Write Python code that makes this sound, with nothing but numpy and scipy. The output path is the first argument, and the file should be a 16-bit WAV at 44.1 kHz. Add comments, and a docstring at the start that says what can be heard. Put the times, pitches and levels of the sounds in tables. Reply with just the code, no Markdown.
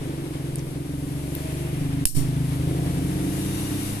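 """A few light ticks, then the lid of a brass flip-top lighter snaps shut, close up in a small room.
Each contact of the lid cracks and rings the case; the lid puffs air at the microphone, and a limiter
ducks everything for a tenth of a second. Through the wall an engine throbs, its firings ringing in the
exhaust as it slowly gains speed. A second engine accelerates over street rumble; hiss lies over it all."""
import sys
import numpy as np
from scipy import signal
from scipy.fft import rfft, irfft, next_fast_len
from scipy.io import wavfile
from scipy.ndimage import uniform_filter1d, minimum_filter1d, map_coordinates

SR = 44100
rng = np.random.default_rng(int(sys.argv[2]) if len(sys.argv) > 2 else 0)


def dump(signal):
    """Clip the signal to [-1, 1] and save it as 16-bit WAV at the path in sys.argv[1]."""
    limited = np.clip(np.atleast_2d(signal).T, -1, 1)
    pcm = np.round(limited * 32767).astype(np.int16)
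    wavfile.write(sys.argv[1], SR, pcm)


N = 176400

# Contacts of the closing lid. Each row: start in seconds, relative level in dB, left minus right in dB.
LID_CONTACTS = [(2.0543, 8.5, -0.5), (2.0553, 9, -8), (2.0567, 0, -7), (2.066, -20, 3), (2.0696, -8, 5),
                (2.0725, -7.5, 12)]


def lid():
    """Each contact of the lid cracks and rings the brass case; returns cracks and rings apart."""
    # Case modes. Each row: pitch in Hz, relative level in dB, t60 in seconds, left minus right in dB.
    brass_modes = [(2850, -8.5, .012, 8), (4150, -20, .01, 0), (5254, -8, .014, 2), (7250, -7, .011, -7),
                   (7973, -7, .011, -9), (8800, -4, .009, -6), (10500, -1, .009, 10), (11250, -8, .025, 2),
                   (12400, -12, .008, 2), (13800, -9, .009, 0)]
    # Colour of the crack. Each row: frequency in Hz, relative level in dB.
    crack_colour = [(200, -30), (900, -25), (1900, -20), (2900, -14), (3600, -10), (5200, -7), (6500, -10),
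                    (8200, -2), (9800, -2.5), (11200, 1), (12200, -4), (14000, -6), (16000, -24)]
    ring_db, attack_s = -1.5, 0.000061
    cracks, rings, t = np.zeros((2, N)), np.zeros((2, N)), np.arange(SR // 5) / SR
    for start, db, pan_db in LID_CONTACTS:
        ring = 0
        for mode_hz, mode_db, t60, side_db in brass_modes:
            decay = amp(mode_db + rng.normal(0, 1, (2, 1)) - 60 * t / t60)
            ring += pan(side_db) * decay * np.sin(2 * np.pi * (mode_hz * t + rng.random((2, 1))))
        blow = amp(db) * pan(pan_db) * (1 - np.exp(-t / attack_s))
        add(cracks, start, blow * crack(t, lambda hz: amp(along(crack_colour, hz)), t60=.009))
        add(rings, start, blow * amp(ring_db) * ring)
    return cracks, rings


def puff():
    """The lid pushes air at the right microphone port: one slow swing of pressure."""
    puff_db, swing_s, left_share = 8, 0.034, .04
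    out, age = np.zeros((2, N)), np.arange(SR // 2) / SR / swing_s
    pressure = (1 - age) * np.exp(-age) * (1 - np.exp(-age / 0.022))
    add(out, LID_CONTACTS[0][0], -amp(puff_db) * np.array([[left_share], [1]]) * pressure)
    return out


def ticks():
    """The mechanism ticks in the hand: tiny, dry bursts of bright noise."""
    # Each row: start in seconds, level in dB, left minus right in dB, brightest frequency in Hz.
    touches = [(0.5573, -18, -5, 9600), (.5857, -30, -5, 7100), (0.593, -32, -7, 5600),
               (1.3511, -17.5, 23, 12140), (1.3518, -32.5, -1, 3880)]
    width_oct, skirt_db = 0.21, -21
    out, t = np.zeros((2, N)), np.arange(SR // 5) / SR
    for start, db, pan_db, bright_hz in touches:
        def colour(hz):
            peak = np.exp(-(np.log2((hz + 1) / bright_hz) / width_oct) ** 2)
            return peak + amp(skirt_db) * (hz > 2800)
        add(out, start, amp(db) * pan(pan_db) * crack(t, colour, t60=0.0069))
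    return out


def room(x):
    """The small room answers with a short, bright tail, unrelated in the two channels."""
    # Each row: frequency in Hz, t60 in seconds.
    decay_times = [(500, 0.8), (4000, 0.37), (9000, 0.3), (14000, 0.28)]
    tail_db, low_cut_hz, delay_s = -3, 3500, .004
    hz, t, spectra = signal.stft(rng.standard_normal((2, SR // 2)), SR, nperseg=256)
    colour = 1 / (1 + (low_cut_hz / (hz[:, None] + 1)) ** 2)
    decay = amp(-60 * t / along(decay_times, hz)[:, None])
    tail = signal.istft(spectra * colour * decay, SR, nperseg=256)[1]
    tail = np.pad(tail / np.linalg.norm(tail[0]), ((0, 0), (round(delay_s * SR), 0)))
    return amp(tail_db) * pan(db=9) * signal.fftconvolve(x, tail, axes=1)[:, :N]


def throbbing_engine():
    """Each firing sends a pulse and a chuff of gas down the exhaust: boom, buzz, rasp and a thin whine."""
    # Each row: time in seconds, firings per second.
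    speed = [(0.0, 25.52), (0.12, 23.94), (0.3, 22.72), (0.5, 21.97), (0.75, 22.22), (1.0, 23.01),
             (1.5, 24.47), (2.0, 25.12), (2.5, 25.92), (3.0, 27.12), (3.2, 27.32), (3.65, 27.36),
             (4.0, 26.36)]
    # The exhaust through the wall. Each row: frequency in Hz, relative gain in dB.
    exhaust = [(22, -30), (45, -27), (54, -8), (62, -13), (74, -15), (97, -11), (112, -13), (130, 1),
               (157, -2), (185, -15), (215, -18), (255, -8), (305, -7), (335, -4), (356, 1), (385, -13),
               (420, -20), (450, -15), (510, -19), (550, -17), (595, -29), (645, -21), (715, -26),
               (850, -34), (1500, -65)]
    # Each row: time in seconds, boom level in dB.
    boom_track = [(0, -31.5), (.25, -33.5), (.55, -29.5), (.75, -33.5), (.93, -32), (1.15, -30),
                  (1.4, -32.5), (1.75, -27.5), (2.0, -25.5), (2.25, -24), (2.65, -25.5), (3.05, -27.5),
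                  (3.35, -30.5), (3.62, -31.5), (3.85, -35), (4, -38)]
    # Each row: time in seconds, buzz level in dB, emphasised frequency in Hz.
    buzz_track = [(0, -34.5, 332), (.3, -34, 318), (.62, -39, 318), (.9, -33.5, 295), (1.2, -34.5, 290),
                  (1.5, -35, 328), (1.68, -37, 346), (1.85, -31.5, 273), (2.02, -29.5, 276),
                  (2.3, -32, 266), (2.48, -34, 262), (2.68, -30, 320), (2.95, -33, 312), (3.25, -29, 312),
                  (3.5, -32, 316), (3.75, -29.5, 297), (4, -38, 306)]
    # Each row: time in seconds, rasp level in dB, whine level in dB.
    rasp_track = [(0, -45, -63), (.65, -47.5, -57), (1.1, -48, -56), (1.5, -45, -41), (1.7, -44, -46),
                  (1.9, -51.5, -56), (2.5, -47.5, -51), (2.72, -40.5, -47.5), (3.05, -43.5, -48.5),
                  (3.3, -43, -43), (3.55, -44, -60), (4, -48, -62)]
    jitter_s, scatter_db, chuff_db, whine_order = .00008, 1.3, -19, 26
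    (rate,), (boom_db,) = curves(speed), curves(boom_track)
    (buzz_db, buzz_hz), (rasp_db, whine_db) = curves(buzz_track), curves(rasp_track)
    cycles = np.cumsum(rate) / SR - .36  # a firing on every whole number
    firings = np.flatnonzero(np.diff(np.floor(cycles)))
    slip, strength = rng.standard_normal((len(firings), 2)).T
    firings = np.clip(firings + jitter_s * SR * slip, 0, N - 1).astype(int)
    pulses = unit(np.bincount(firings, amp(scatter_db * strength), N))
    chuff = unit(rng.standard_normal(N) * np.exp(-(cycles % 1) / 3.2))
    pipe = filtered(pulses + amp(chuff_db) * chuff, lambda hz: causal(amp(along(exhaust, hz))))
    boom, upper = split(pipe, edge_hz=215)
    buzz, rasp = split(wall_echo(upper), edge_hz=400)
    buzz = emphasised(buzz, buzz_hz)
    whine = amp(whine_db + 2 * wobble(14)) * np.sin(2 * np.pi * whine_order * cycles + .5 * wobble(12))
    return amp(boom_db) * steady(boom) + amp(buzz_db) * steady(buzz) + amp(rasp_db) * steady(rasp) + whine


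def wall_echo(x, wet_share=.85, t60=.3):
    """Walls smear the sound from one beat into the next."""
    t = np.arange(SR // 4) / SR
    tail = rng.standard_normal(len(t)) * amp(-60 * t / t60)
    return np.sqrt(1 - wet_share) * unit(x) + np.sqrt(wet_share) * unit(signal.fftconvolve(x, tail)[:N])


def accelerating_engine():
    """A second engine comes in halfway, three orders climbing with its firing rate."""
    # Each row: time in seconds, firing rate in Hz, levels of orders 1, 2 and 3 in dB.
    run_up = [(2.1, 72, -60, -60, -60), (2.3, 75.5, -37, -46, -55), (2.5, 79.3, -35, -40, -50),
              (2.75, 83.5, -35, -31, -44), (3, 88.2, -36, -32, -33), (3.25, 92.6, -37, -31.5, -35),
              (3.48, 96.4, -34, -29, -46), (3.65, 99, -36, -37, -52), (4, 104.1, -35, -37, -50)]
    return hum(run_up, waver_db=1.5)


def traffic_drone():
    """Distant traffic hums on one low, sinking note."""
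    # Each row: time in seconds, pitch in Hz, level in dB.
    drone_track = [(0, 76, -48), (.6, 73, -43.5), (1.4, 73, -39), (2.1, 71, -41), (3, 68, -41),
                   (3.4, 67, -48), (4, 66, -50)]
    return hum(drone_track, waver_db=.7)


def street():
    """Engines and rumble stand to the left, so they reach that port first."""
    # Each row: frequency in Hz, relative rumble level in dB.
    rumble_colour = [(20, 1), (45, -5.5), (80, -11.5), (150, -3), (330, -7), (480, -14), (750, -24),
                     (1200, -33), (3000, -45.5)]
    # Each row: time in seconds, rumble level in dB.
    rumble_track = [(0, -36.5), (.7, -42.5), (1.2, -39.5), (1.7, -40), (2.4, -47.5), (3.1, -46.5),
                    (4, -37.5)]
    # Each row: frequency in Hz, left minus right in dB.
    balance = [(60, 2), (150, 1), (300, -2), (600, -2.5)]
    engines = throbbing_engine() + accelerating_engine() + traffic_drone()
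    rumble_db, = curves(rumble_track)
    rumble = amp(rumble_db + 2.8 * wobble(5.54)) * noise(rumble_colour)
    return placed(engines + rumble, balance, lag_s=.00031)


def hiss():
    """A midrange rush and a high fizz, both flickering slightly, brighter on the left."""
    # Colours of the two bands. Each row: frequency in Hz, relative level in dB.
    rush_colour = [(200, -26), (650, 7.5), (950, 5), (1400, 0), (2200, 1.5), (2550, -0.5), (2830, -0.5),
                   (3100, -1), (3700, -2), (4500, -7), (5900, -7.5), (6800, -13), (9000, -5), (14000, -54)]
    fizz_colour = [(2000, -2.5), (6500, -4.5), (7600, -1), (9000, 0), (9700, 2.5), (10900, 4.5),
                   (12200, -1), (14000, -8), (15000, -46.5)]
    # Each row: time in seconds, rush level in dB, fizz level in dB.
    levels = [(0, -44, -47.5), (.6, -46, -47), (.95, -48.5, -47.5), (1.35, -45, -42), (1.6, -45, -44),
              (2, -43, -46), (2.3, -42.5, -45), (3, -41.5, -42), (3.3, -42, -40), (3.7, -41.5, -35.5),
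              (3.85, -42, -36.5), (4, -42, -40)]
    # Each row: frequency in Hz, left minus right in dB.
    balance = [(700, 5.5), (1300, 0), (2400, 3), (4300, 5.5), (8000, -1), (11000, 13.5), (14500, 57)]
    rush_db, fizz_db = curves(levels)
    rush = amp(rush_db + 1.06 * wobble(32.23)) * noise(rush_colour)
    fizz = amp(fizz_db + 0.81 * wobble(10.0)) * noise(fizz_colour)
    return placed(rush + fizz, balance, lag_s=.00046)


def flame(centre_hz=2400, width_hz=860):
    """A narrower band of hiss swells and fades while the flame burns."""
    return swell(lambda hz: np.exp(-((hz - centre_hz) / width_hz) ** 2), db=-49.5, at_s=1.64, span_s=0.41)


def whistle(width_hz=72):
    """The hiss whistles faintly as it swells near the end."""
    # Each row: pitch in Hz, relative level in dB.
    tones = [(2830, -0.5), (3720, 0), (5900, -0.5)]
    colour = lambda hz: sum(amp(db) / (1 + ((hz - pitch) / width_hz) ** 2) for pitch, db in tones)
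    return swell(colour, db=-46.8, at_s=3.64, span_s=.4)


def crack(t, colour, t60):
    """A burst of coloured noise that dies at once."""
    return unit(filtered(rng.standard_normal((2, len(t))), colour)) * amp(-60 * t / t60)


def hum(track, waver_db):
    """The first orders of an engine on one speed curve, each wavering in level."""
    hz, *levels_db = curves(track)
    phase = 2 * np.pi * np.cumsum(hz) / SR
    orders = (amp(db + waver_db * wobble(3.82)) * np.sin(order * phase + rng.uniform(0, 2 * np.pi))
              for order, db in enumerate(levels_db, 1))
    return np.sqrt(2) * sum(orders)


def swell(colour, db, at_s, span_s):
    """Coloured noise that rises and falls on a bell curve."""
    band = filtered(rng.standard_normal((2, N)), colour)
    return amp(db) * unit(band) * np.exp(-((np.arange(N) / SR - at_s) / span_s) ** 2)


def noise(spectrum):
    """Stereo noise of rms 1, near mono in the bass."""
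    # Each row: frequency in Hz, correlation of left and right.
    likeness = [(60, .92), (300, 0.78), (600, 0.27), (1500, 0.19), (12000, 0.22)]

    def response(hz):
        spread = np.arccos(np.clip(along(likeness, hz), -1, 1)) / 2
        return amp(along(spectrum, hz)) * [np.cos(spread), np.sin(spread)]
    mid, side = filtered(rng.standard_normal((2, N)), response)
    return unit(np.array([mid + side, mid - side]))


def emphasised(x, centre_hz, peak_db=10, width_hz=30):
    """x through a resonance whose centre moves."""
    hz, t, spectra = signal.stft(x, SR, nperseg=4096)
    centre = np.interp(t, np.arange(N) / SR, centre_hz)
    bell = np.exp(-((hz[:, None] - centre) / width_hz) ** 2)
    return signal.istft(spectra * amp(peak_db * bell), SR, nperseg=4096)[1][:N]


def split(x, edge_hz):
    """The parts of x below and above an edge."""
    upper = filtered(x, lambda hz: 1 / (1 + (edge_hz / (hz + 1)) ** 20))
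    return x - upper, upper


def placed(x, balance, lag_s):
    """Sound panned by frequency, reaching the left port lag_s before the right."""
    lead_s = np.array([[lag_s], [-lag_s]]) / 2
    return filtered(x, lambda hz: pan(along(balance, hz)) * np.exp(2j * np.pi * hz * lead_s))


def pan(db):
    """Left and right gains, db apart, at constant total power."""
    gains = amp(np.array([[db], [-db]]).reshape(2, -1) / 2)
    return gains / np.sqrt(np.mean(gains ** 2, axis=0))


def filtered(x, response):
    """x times a complex response of frequency."""
    n = x.shape[-1]
    padded = next_fast_len(n + SR // 2)
    return irfft(rfft(x, padded) * response(np.fft.rfftfreq(padded, 1 / SR)), padded)[..., :n]


def causal(gain):
    """The minimum-phase response with this gain."""
    cepstrum = irfft(np.log(np.maximum(gain, 1e-6)))
    half = len(cepstrum) // 2
    cepstrum[1:half] *= 2
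    cepstrum[half + 1:] = 0
    return np.exp(rfft(cepstrum))


def steady(x):
    """Scaled to rms 1 over every few beats."""
    power = uniform_filter1d(uniform_filter1d(x ** 2, size=5400), size=5400)
    return x / np.sqrt(np.abs(power) + 1e-12)


def unit(x):
    """Scaled to rms 1."""
    return x / np.sqrt(np.mean(x ** 2) + 1e-20)


def amp(db):
    """Decibels to gain."""
    return 10 ** (np.asarray(db) / 20)


def along(points, hz):
    """(Hz, value) points joined on a log frequency axis."""
    knots_hz, values = np.transpose(points)
    return np.interp(np.log(hz + 1), np.log(knots_hz + 1), values)


def curves(rows):
    """One value per sample for each column after the time."""
    times, *columns = np.transpose(rows)
    return [np.interp(np.arange(N) / SR, times, column) for column in columns]


def wobble(rate):
    """A smooth random curve, rate knots a second."""
    return map_coordinates(rng.standard_normal(int(N * rate / SR) + 4), [np.arange(N) * rate / SR])


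def add(track, start_s, sound):
    """Mix a sound in at start_s."""
    part = track[:, round(start_s * SR):][:, :sound.shape[-1]]
    part += sound[..., :part.shape[1]]


def scene():
    """The lighter over street and hiss; the room answers mostly to the cracks."""
    cracks, rings = lid()
    handling = ticks()
    reverb = room(cracks + amp(-12) * rings + amp(-11) * handling)
    return cracks + rings + handling + reverb + puff() + street() + hiss() + flame() + whistle()


def record(dry):
    """A look-ahead limiter, deaf to slow swings, ducks, holds and lets go; then the top treble is cut."""
    ceiling_db, detector_hz, top_hz = -10, 150, 14400
    lookahead_s, hold_s, release_s = 0.01, .089, .003
    sidechain = signal.sosfilt(signal.butter(1, detector_hz, 'high', fs=SR, output='sos'), dry)
    power = np.abs(uniform_filter1d(np.mean(sidechain ** 2, axis=0), size=44))
    needed_db = np.minimum(0, ceiling_db - 10 * np.log10(power + 1e-12))
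    ahead, hold = round(lookahead_s * SR), round(hold_s * SR)
    held_db = minimum_filter1d(needed_db, ahead + hold, origin=(hold - ahead) // 2)
    pole = np.exp(-1 / (release_s * SR))
    gain_db = np.minimum(held_db, signal.lfilter([1 - pole], [1, -pole], held_db))
    limited = np.clip(dry * uniform_filter1d(amp(gain_db), size=64), -1, 1)
    return filtered(limited, lambda hz: hz < top_hz)


dry = scene()
out = record(dry)
dump(out)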